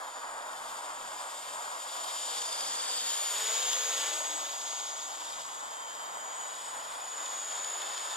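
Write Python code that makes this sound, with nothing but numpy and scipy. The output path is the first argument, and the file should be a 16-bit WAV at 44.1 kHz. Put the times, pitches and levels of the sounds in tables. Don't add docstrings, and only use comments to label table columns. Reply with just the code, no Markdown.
import sys
import numpy as np
from scipy import signal
from scipy.fft import rfft, irfft
from scipy.io import wavfile
from scipy.ndimage import uniform_filter1d, map_coordinates

SR = 44100
rng = np.random.default_rng(int(sys.argv[2]) if len(sys.argv) > 2 else 0)


def master(y):
    cut = np.clip(np.atleast_2d(y).T, -1, 1)
    pcm = np.round(cut * 32767)
    wavfile.write(sys.argv[1], SR, pcm.astype(np.int16))


N = 359856

# [t/s, approach speed/(m/s), controller whistle level at 1 m/dB]
COURSE = [(0.0, 5.5, -40), (0.15, 5.0, -37), (1, 5.8, -33), (1.35, 6.1, -32), (1.6, 6.3, -36),
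          (2.2, 6.8, -39), (2.55, 6.24, -39), (2.76, 5.9, -34), (2.93, 5.5, -30), (3.05, 5.2, -38),
          (3.28, 2.8, -40), (3.45, 0.76, -34), (3.72, -2.24, -43), (3.85, -3.9, -43), (3.96, -5.1, -36),
          (4.1, -5.9, -32), (4.37, -6.6, -30), (4.5, -6.5, -37), (4.69, -6.4, -37), (5.15, -4.9, -36),
          (5.4, -4.8, -34), (5.95, -1.7, -36), (6.5, 0.5, -31), (7.13, 4.2, -36), (7.37, 5.5, -36),
          (7.7, 5.8, -39), (7.82, 5.9, -46), (7.98, 5.9, -37), (8.11, 5.9, -39)]
# [f/Hz, left gain/dB, right gain/dB]
PORT_COLOUR = [(1520, 0.5, 1), (2240, 1, -0.5), (2610, 2.5, 0), (3200, 10, 10), (3750, 9.5, 10),
               (4030, 3.5, -6), (4730, 4, 6.5), (5330, 2.5, -0.5), (5600, -2, -3), (5950, -4.5, -11.5),
               (6440, -2.5, -2.5), (6640, 3.5, 1.5), (7600, 1, -1), (8100, 6, -3), (8750, 2.5, -7),
               (9400, -1, 2), (10410, 0, -4.5), (10840, -4.5, -16.5), (11920, -2, 0), (14100, 3.5, -1),
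               (14600, -10.5, -5.5)]


def undb(db):
    return 10 ** (np.asarray(db) / 20)


def unit(x):
    return x / np.sqrt(np.mean(x ** 2))


def curves(table):
    s, *columns = np.transpose(table)
    t = np.arange(N) / SR
    return [np.interp(t, s, column) for column in columns]


def colour(x, hz, db):
    f = np.fft.rfftfreq(4096, 1 / SR)
    gain_db = np.interp(np.log(f + 1), np.log(hz), db)
    cepstrum = irfft(np.log(undb(gain_db)))
    cepstrum[1:2048] *= 2
    cepstrum[2049:] = 0
    impulse = irfft(np.exp(rfft(cepstrum)))
    return signal.fftconvolve(x, impulse)[:N]


def delay(x, seconds):
    return map_coordinates(x, [np.arange(N) - seconds * SR], order=3, mode="reflect")


def walk(rate):
    k = int(SR / rate)
    steps = np.repeat(rng.standard_normal(N // k + 1), k)
    return 1.193 * uniform_filter1d(uniform_filter1d(steps, k), k)[:N]


def turns(hz):
    return 2 * np.pi * (np.cumsum(hz) / SR + rng.random())


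def swell(start, end, edge):
    t = np.arange(N) / SR
    return np.clip(np.minimum(t - start, end - t) / edge + .5, 0, 1)


def breeze():
    waver_db = np.minimum(4.9 * walk(7) + 7.2 * walk(14), 4.0)
    shared = rng.standard_normal(N)
    ports = []
    for _ in range(2):
        noise = 0.52 * shared + rng.standard_normal(N)
        rumble = colour(noise, [20, 50, 120, 220, 400], [-6, -13.5, -11.5, -5.5, -22.0])
        ports.append(undb(-70.5 + waver_db + 2.8 * walk(9)) * unit(rumble))
    return np.array(ports)


def road():
    # [f/Hz, relative density/dB]
    roar_shape = [(130, -59.5), (220, -29), (306, -18.5), (350, -25), (593, -7), (768, -4.5), (995, 0),
                  (1770, -10), (2010, -13.5), (2600, -24.5), (3380, -47), (5720, -120)]
    # [t/s, level before a 4 dB lift/dB, left port lead/us,
    # diffuse share relative to the direct roar/dB]
    traffic = [(0, -46, 167, -5), (1.4, -47, 217, -8), (2.6, -45.5, 313, -3.5), (3.1, -47, 400, 1),
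               (4.4, -47, 294, -6.5), (6, -47.5, 307, -3), (7.1, -47, 344, -0.5), (8.16, -45.5, 410, 3)]
    db, lead_us, diffuse_db = curves(traffic)
    hz, shape_db = np.transpose(roar_shape)
    roar, left, right = (unit(colour(rng.standard_normal(N), hz, shape_db)) for _ in range(3))
    ports = np.array([delay(roar, -lead_us / 2e6) + undb(diffuse_db) * left,
                      delay(roar, lead_us / 2e6) + undb(diffuse_db) * right])
    level = undb(db + 4.0 + 0.7 * walk(12) + 1.0 * walk(40))
    return level * ports / np.sqrt(1 + undb(2 * diffuse_db))


def course():
    nearest_m, nearest_s, sound_m_s = 4.5, 3.52, 343
    speed = curves(COURSE)[0]
    flown = np.cumsum(speed) / SR
    distance = nearest_m + flown[int(nearest_s * SR)] - flown
    return 1 + speed / sound_m_s, -20 * np.log10(distance)


def hum():
    # [start/s, end/s, start f/Hz, end f/Hz, RMS level before the ports/dB]
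    hum_tones = [(2.3, 3.05, 482, 488, -63), (2.6, 3.15, 270, 255, -71), (3.38, 3.7, 448, 455, -60),
                 (3.7, 4.22, 455, 466, -59), (3.55, 3.92, 500, 540, -55), (3.33, 3.45, 590, 605, -59),
                 (3.48, 3.63, 605, 632, -55), (3.47, 3.57, 660, 665, -57), (3.95, 4.32, 622, 640, -55),
                 (4.15, 4.55, 535, 570, -58), (4.25, 4.5, 303, 312, -65), (3.9, 4.2, 345, 352, -65),
                 (5.1, 5.3, 300, 305, -70), (7.65, 8.0, 372, 362, -67), (3.6, 3.9, 960, 1030, -62)]
    t = np.arange(N) / SR
    out = 0
    for start, end, hz0, hz1, db in hum_tones:
        hz = np.interp(t, [start, end], [hz0, hz1]) + 3 * walk(25)
        level = np.sqrt(2) * swell(start, end, .08) * undb(db + 1.8 * walk(20))
        out = out + level * np.sin(turns(hz))
    return out


def flecks():
    # [t/s, rise (negative: dip) over the sputter/dB]
    swirl_cuts = [(1.537, 5), (2.042, 4), (2.186, 0), (2.42, 7), (2.491, 3), (2.528, 7), (2.609, 8),
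                  (3.472, 3), (3.63, 1), (3.732, 7), (3.785, 2), (3.913, -2), (6.542, 4), (7.262, 10.5),
                  (7.523, 3), (7.646, 8.5), (7.82, 9), (7.925, 1), (7.978, 6)]
    fleck_s, sputter_db = 0.0026, 1.01
    t = np.arange(N) / SR
    db = sputter_db * walk(90)
    for s, rise_db in swirl_cuts:
        near = slice(int((s - .03) * SR), int((s + .03) * SR))
        db[near] += rise_db * np.exp(-((t[near] - s) / fleck_s) ** 2)
    return db


def blades(wavers):
    # [t/s, level at 1 m before a 1.5 dB cut/dB, then relative
    # to it: treble before a 3 dB lift/dB, blade tips before a 4 dB lift/dB, low whoosh/dB]
    blade_hiss = [(0, -26, -10, -17, -5.5), (1, -28, -8, -15, -1), (1.7, -27, -8.5, -17, -3.5),
                  (2.1, -24.5, -9, -20, -8.5), (2.6, -25, -8, -23, -6), (3, -25, -10.5, -21, -10),
                  (3.3, -26.5, -8, -16, -6.5), (3.45, -26, -11, -17, -5.5), (3.57, -22.5, -14.5, -20, -8),
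                  (3.7, -22.5, -16, -20, -7.5), (3.9, -24, -14, -18, -3.5), (4.15, -24.5, -12.5, -19, -4),
                  (4.35, -25.5, -14.5, -19, -4.5), (4.55, -24, -16, -19.5, -8.5),
                  (5.3, -27, -13.5, -21, -9), (6.2, -28.5, -10.5, -16, -4), (6.9, -27, -8, -20, -5),
                  (7.2, -26, -9.5, -18, -4.5), (7.5, -23.5, -11.5, -23, -6), (7.7, -24.5, -10.5, -24, -5),
                  (7.93, -24.5, -12.5, -23, -8), (8.05, -24.5, -12.5, -23, -8), (8.16, -26, -13, -23, -10)]
    # [t/s, gain/dB]
    brightness = [(0, 0.5), (1.5, 1), (2.1, 1), (2.7, 3.5), (3.2, 0.5), (3.65, -2), (4.3, -2), (4.8, 0),
                  (8.16, -1.5)]
    level_db, treble_db, tip_db, whoosh_db = curves(blade_hiss)
    slow, brisk, quick, tip_waver, spit = wavers
    low = colour(rng.standard_normal(N), [120, 300, 500, 1400, 2600, 5000],
                 [-88.5, -13.0, -4.0, -1.5, -4, -37.5])
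    mid = colour(rng.standard_normal(N), [200, 1000, 2200, 5500, 7500, 9000, 11000],
                 [-87, -16.5, -6.5, 1.5, 0.5, -7.5, -38.0])
    below = signal.sosfiltfilt(signal.butter(4, 4050, fs=SR, output="sos"), mid)
    mid = below + undb(curves(brightness)[0]) * (mid - below)
    treble = colour(rng.standard_normal(N), [2000, 6860, 9300, 11140, 13400],
                    [-92, -19, -1.5, -0.5, -25.5])
    tips = colour(rng.standard_normal(N), [3000, 10000, 11600, 14500], [-84, -36, 1.0, -6.0])
    hiss = undb(whoosh_db + 0.91 * brisk) * unit(low)
    hiss += undb(0.93 * slow + 0.47 * brisk + spit) * unit(mid)
    hiss += undb(treble_db + 3.0 + 0.74 * slow + 0.69 * quick + .6 * spit) * unit(treble)
    hiss += undb(tip_db + 4.0 + .9 * slow + 1.2 * tip_waver + .6 * spit) * unit(tips)
    return undb(level_db + course()[1] - 1.5) * hiss


def whines(doppler):
    # [t/s, shaft rate/(turns/s), level at 1 m behind the ports/dB]
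    motor_runs = [
        [(0.0, 163.25, -26), (0.2, 163.99, -23), (0.57, 166.92, -27), (0.86, 167.39, -28), (1.35, 166.39, -27),
         (1.54, 167.04, -28), (2.02, 165.01, -23), (2.52, 164.71, -25), (2.84, 164.89, -25),
         (2.93, 164.95, -28), (2.99, 164.0, -26), (3.04, 163.8, -25), (3.17, 164, -23), (3.44, 163.5, -22),
         (3.6, 162.5, -22.5), (3.8, 160.7, -23), (4.08, 160.83, -22), (4.46, 158.8, -24), (4.59, 161.1, -24),
         (4.73, 160.9, -21), (4.9, 161.4, -22), (5.19, 162.86, -27), (5.42, 162.14, -27), (6.0, 162.79, -28),
         (6.3, 163.18, -23), (6.69, 163.16, -23), (7.0, 164.8, -28), (7.17, 167.06, -29), (7.34, 167.3, -31),
         (7.46, 165.2, -38), (7.59, 166.0, -32), (7.71, 164.3, -33), (7.84, 166.4, -32), (7.94, 164.9, -32),
         (8.04, 163.3, -29), (8.15, 164.5, -29)],
        [(0.0, 167.19, -31), (0.23, 167.12, -27), (0.56, 170.26, -29), (1.41, 171.5, -26), (1.78, 171.47, -31),
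         (2.93, 169.6, -32), (3.13, 171.02, -33), (3.43, 171.53, -32), (3.8, 169.15, -30), (4.07, 169.2, -28),
         (4.44, 167.98, -28), (4.62, 169.55, -30), (5.2, 170.81, -33), (5.87, 170.65, -30), (6.34, 169.73, -31),
         (6.88, 170.41, -36), (6.94, 169.8, -35), (7.05, 163.0, -25), (7.11, 161.6, -22), (7.23, 161.13, -20),
         (7.35, 159.34, -19), (7.49, 159.95, -20), (7.6, 159.52, -21), (7.73, 160.7, -19), (7.82, 160.25, -21),
         (7.95, 161.4, -22), (8.05, 161.5, -25), (8.15, 162.4, -25)],
        [(0.57, 167.2, -36), (0.86, 167.65, -34), (1.35, 166.7, -38), (1.54, 167.3, -39), (2.02, 165.3, -33),
         (2.52, 164.98, -33), (2.9, 164.65, -31), (3.31, 167.02, -30), (3.6, 165.36, -29), (4.16, 164.88, -31),
         (4.41, 164.87, -34), (4.56, 165.9, -30), (5.0, 165.46, -27), (5.41, 166.05, -33), (5.76, 166.06, -29),
         (5.91, 165.28, -35), (6.61, 166.09, -29), (6.86, 164.91, -32), (6.97, 165.31, -31),
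         (7.14, 161.62, -25), (7.24, 162.33, -25), (7.55, 161.35, -26), (7.72, 162.0, -24), (7.81, 161.3, -27),
         (7.95, 164.6, -32), (8.05, 165.7, -35), (8.15, 166.2, -36)],
        [(0.3, 167.96, -45), (0.55, 170.54, -36), (0.75, 171.85, -35), (1.05, 172.96, -36), (1.36, 171.29, -31),
         (1.58, 171.88, -31), (1.9, 170.55, -32), (2.1, 169.72, -33), (2.55, 169.54, -34), (2.9, 169.51, -36),
         (3.3, 171.05, -40), (3.75, 172.1, -44), (4.09, 172.4, -37), (4.45, 174.71, -44), (4.67, 172.81, -33),
         (5.38, 170.45, -34), (6.05, 170.23, -36), (6.89, 172.1, -41), (7.0, 171.3, -50), (7.1, 169.9, -33),
         (7.22, 169.8, -28), (7.39, 168.27, -25), (7.6, 168.51, -24), (7.82, 169.15, -27), (8.03, 169.8, -32),
         (8.11, 169.42, -34)],
        [(5.6, 166.05, -32), (5.8, 166.0, -31), (5.88, 166.4, -32), (5.96, 166.4, -33), (6.03, 166.21, -34),
         (6.12, 166.55, -34), (6.27, 166.44, -35), (6.4, 166.91, -35), (6.55, 167.0, -32), (6.7, 166.79, -33),
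         (6.9, 166.1, -36)],
        [(2.28, 154.96, -39), (2.42, 155.76, -33), (2.68, 153.84, -34), (2.82, 155.14, -33), (2.9, 154.64, -41)],
    ]
    shaft_sidebands = [-22.5, -24, -27, -22, -28, -30]
    magnet_order = 42
    port_hz, *port_db = np.transpose(PORT_COLOUR)
    out, wobble, phases = 0, 0, []
    for table, side_db in zip(motor_runs, shaft_sidebands):
        shaft_hz, db = curves(table)
        hz = magnet_order * shaft_hz * doppler
        phase = turns(hz + 5.0 * walk(45) + 2.0 * walk(9))
        phases.append(phase)
        shaft = np.cos(phase / magnet_order)
        gate = swell(table[0][0], table[-1][0] + .05, 0.05)
        dry_db = db - np.interp(hz, port_hz, np.mean(port_db, axis=0))
        load = 1 + 2 * undb(side_db) * shaft + undb(-13) * walk(300)
        out = out + gate * undb(dry_db + 1.5 * walk(15)) * load * np.sin(phase)
        wobble = wobble + gate * shaft
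    return out, wobble, phases


def mixing_tones(whistle_phase, whine_phases):
    # [whine index, times whistle, times whine, start/s, end/s, level at 1 m/dB]
    mixed = [(0, 2, -1, 0, 1.8, -41), (0, 2, -1, 1.8, 2.9, -39), (0, 2, -1, 4.6, 6.9, -45),
             (0, -2, 3, .15, 1.9, -42), (0, -2, 3, 2.43, 3.08, -33), (2, -2, 3, 2.05, 2.4, -40),
             (1, 2, -1, 0, .5, -40), (1, 2, -1, 3, 3.6, -43), (1, 2, -1, 7.05, 8.16, -47),
             (2, 2, -1, 4.4, 6.8, -46), (2, 3, -3, 5.2, 5.55, -48), (3, -1, 2, .55, 1.85, -36),
             (3, 2, -1, .5, 2.7, -42), (3, 2, -1, 7.4, 8.16, -41), (4, -2, 3, 5.7, 6.4, -46),
             (4, 3, -3, 5.65, 6.58, -41), (4, 3, -3, 6.58, 6.9, -46)]
    out = 0
    for motor, times_whistle, times_whine, start, end, db in mixed:
        level = swell(start, end, .2) * undb(db + 1.1 * walk(20))
        phase = times_whistle * whistle_phase + times_whine * whine_phases[motor]
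        out = out + level * (1 + .45 * walk(200)) * np.sin(phase)
    return out


def whistle(phase, wobble):
    # [offset f/Hz, relative level/dB]
    controllers = [(-19, -11), (0, 0), (9, -9), (26, -12)]
    clocks = sum(undb(db) * np.sin(phase + turns(hz + 8 * walk(12))) for hz, db in controllers)
    return undb(curves(COURSE)[1] + 1.0 * walk(14)) * (1 + 0.33 * wobble) * clocks


def motors():
    doppler, far_db = course()
    whistle_phase = turns(8030 * doppler)
    whine, wobble, whine_phases = whines(doppler)
    tones = whine + mixing_tones(whistle_phase, whine_phases) + whistle(whistle_phase, wobble)
    return np.sqrt(2) * undb(far_db) * tones


def drone():
    # [t/s, ground echo delay/ms, left port lead/us]
    bearing = [(0, 1.8, 21), (.5, 2.13, 35), (1.5, 3.8, 32), (2.2, 3.35, 28.5), (3, 3.9, 61),
               (3.25, 5.16, 42), (3.5, 4.46, -29), (3.75, 4.16, -51), (4, 3.52, -32), (4.5, 2.9, -40.5),
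               (6, 2.096, -39), (6.75, 2.03, -12), (7.25, 1.97, -16), (7.75, 2.26, -2), (8.16, 2.2, -14)]
    # [f/Hz, gain/dB]
    scattered = [(300, -3), (2000, -6.5), (5000, -8), (9000, 0.5), (12000, 5), (14500, 4.5)]
    echo_ms, lead_us = curves(bearing)
    wavers = [walk(4.9), walk(12), walk(16), walk(8.8), flecks()]
    hiss = blades(wavers)
    grass = colour(hiss, [1215, 4860], [-5, -11])
    both = motors() + hum() + hiss + delay(grass, echo_ms / 1000)
    left, right = (colour(blades(wavers), *np.transpose(scattered)) for _ in range(2))
    return np.array([delay(both, -lead_us / 2e6) + left, delay(both, lead_us / 2e6) + right])


def scene():
    return breeze() + road() + drone()


def record(dry):
    hz, *port_db = np.transpose(PORT_COLOUR)
    wet = np.array([colour(x, hz, db) for x, db in zip(dry, port_db)])
    return signal.sosfilt(signal.ellip(10, .2, 70, 14600, fs=SR, output="sos"), wet)


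dry = scene()
out = record(dry)
master(out)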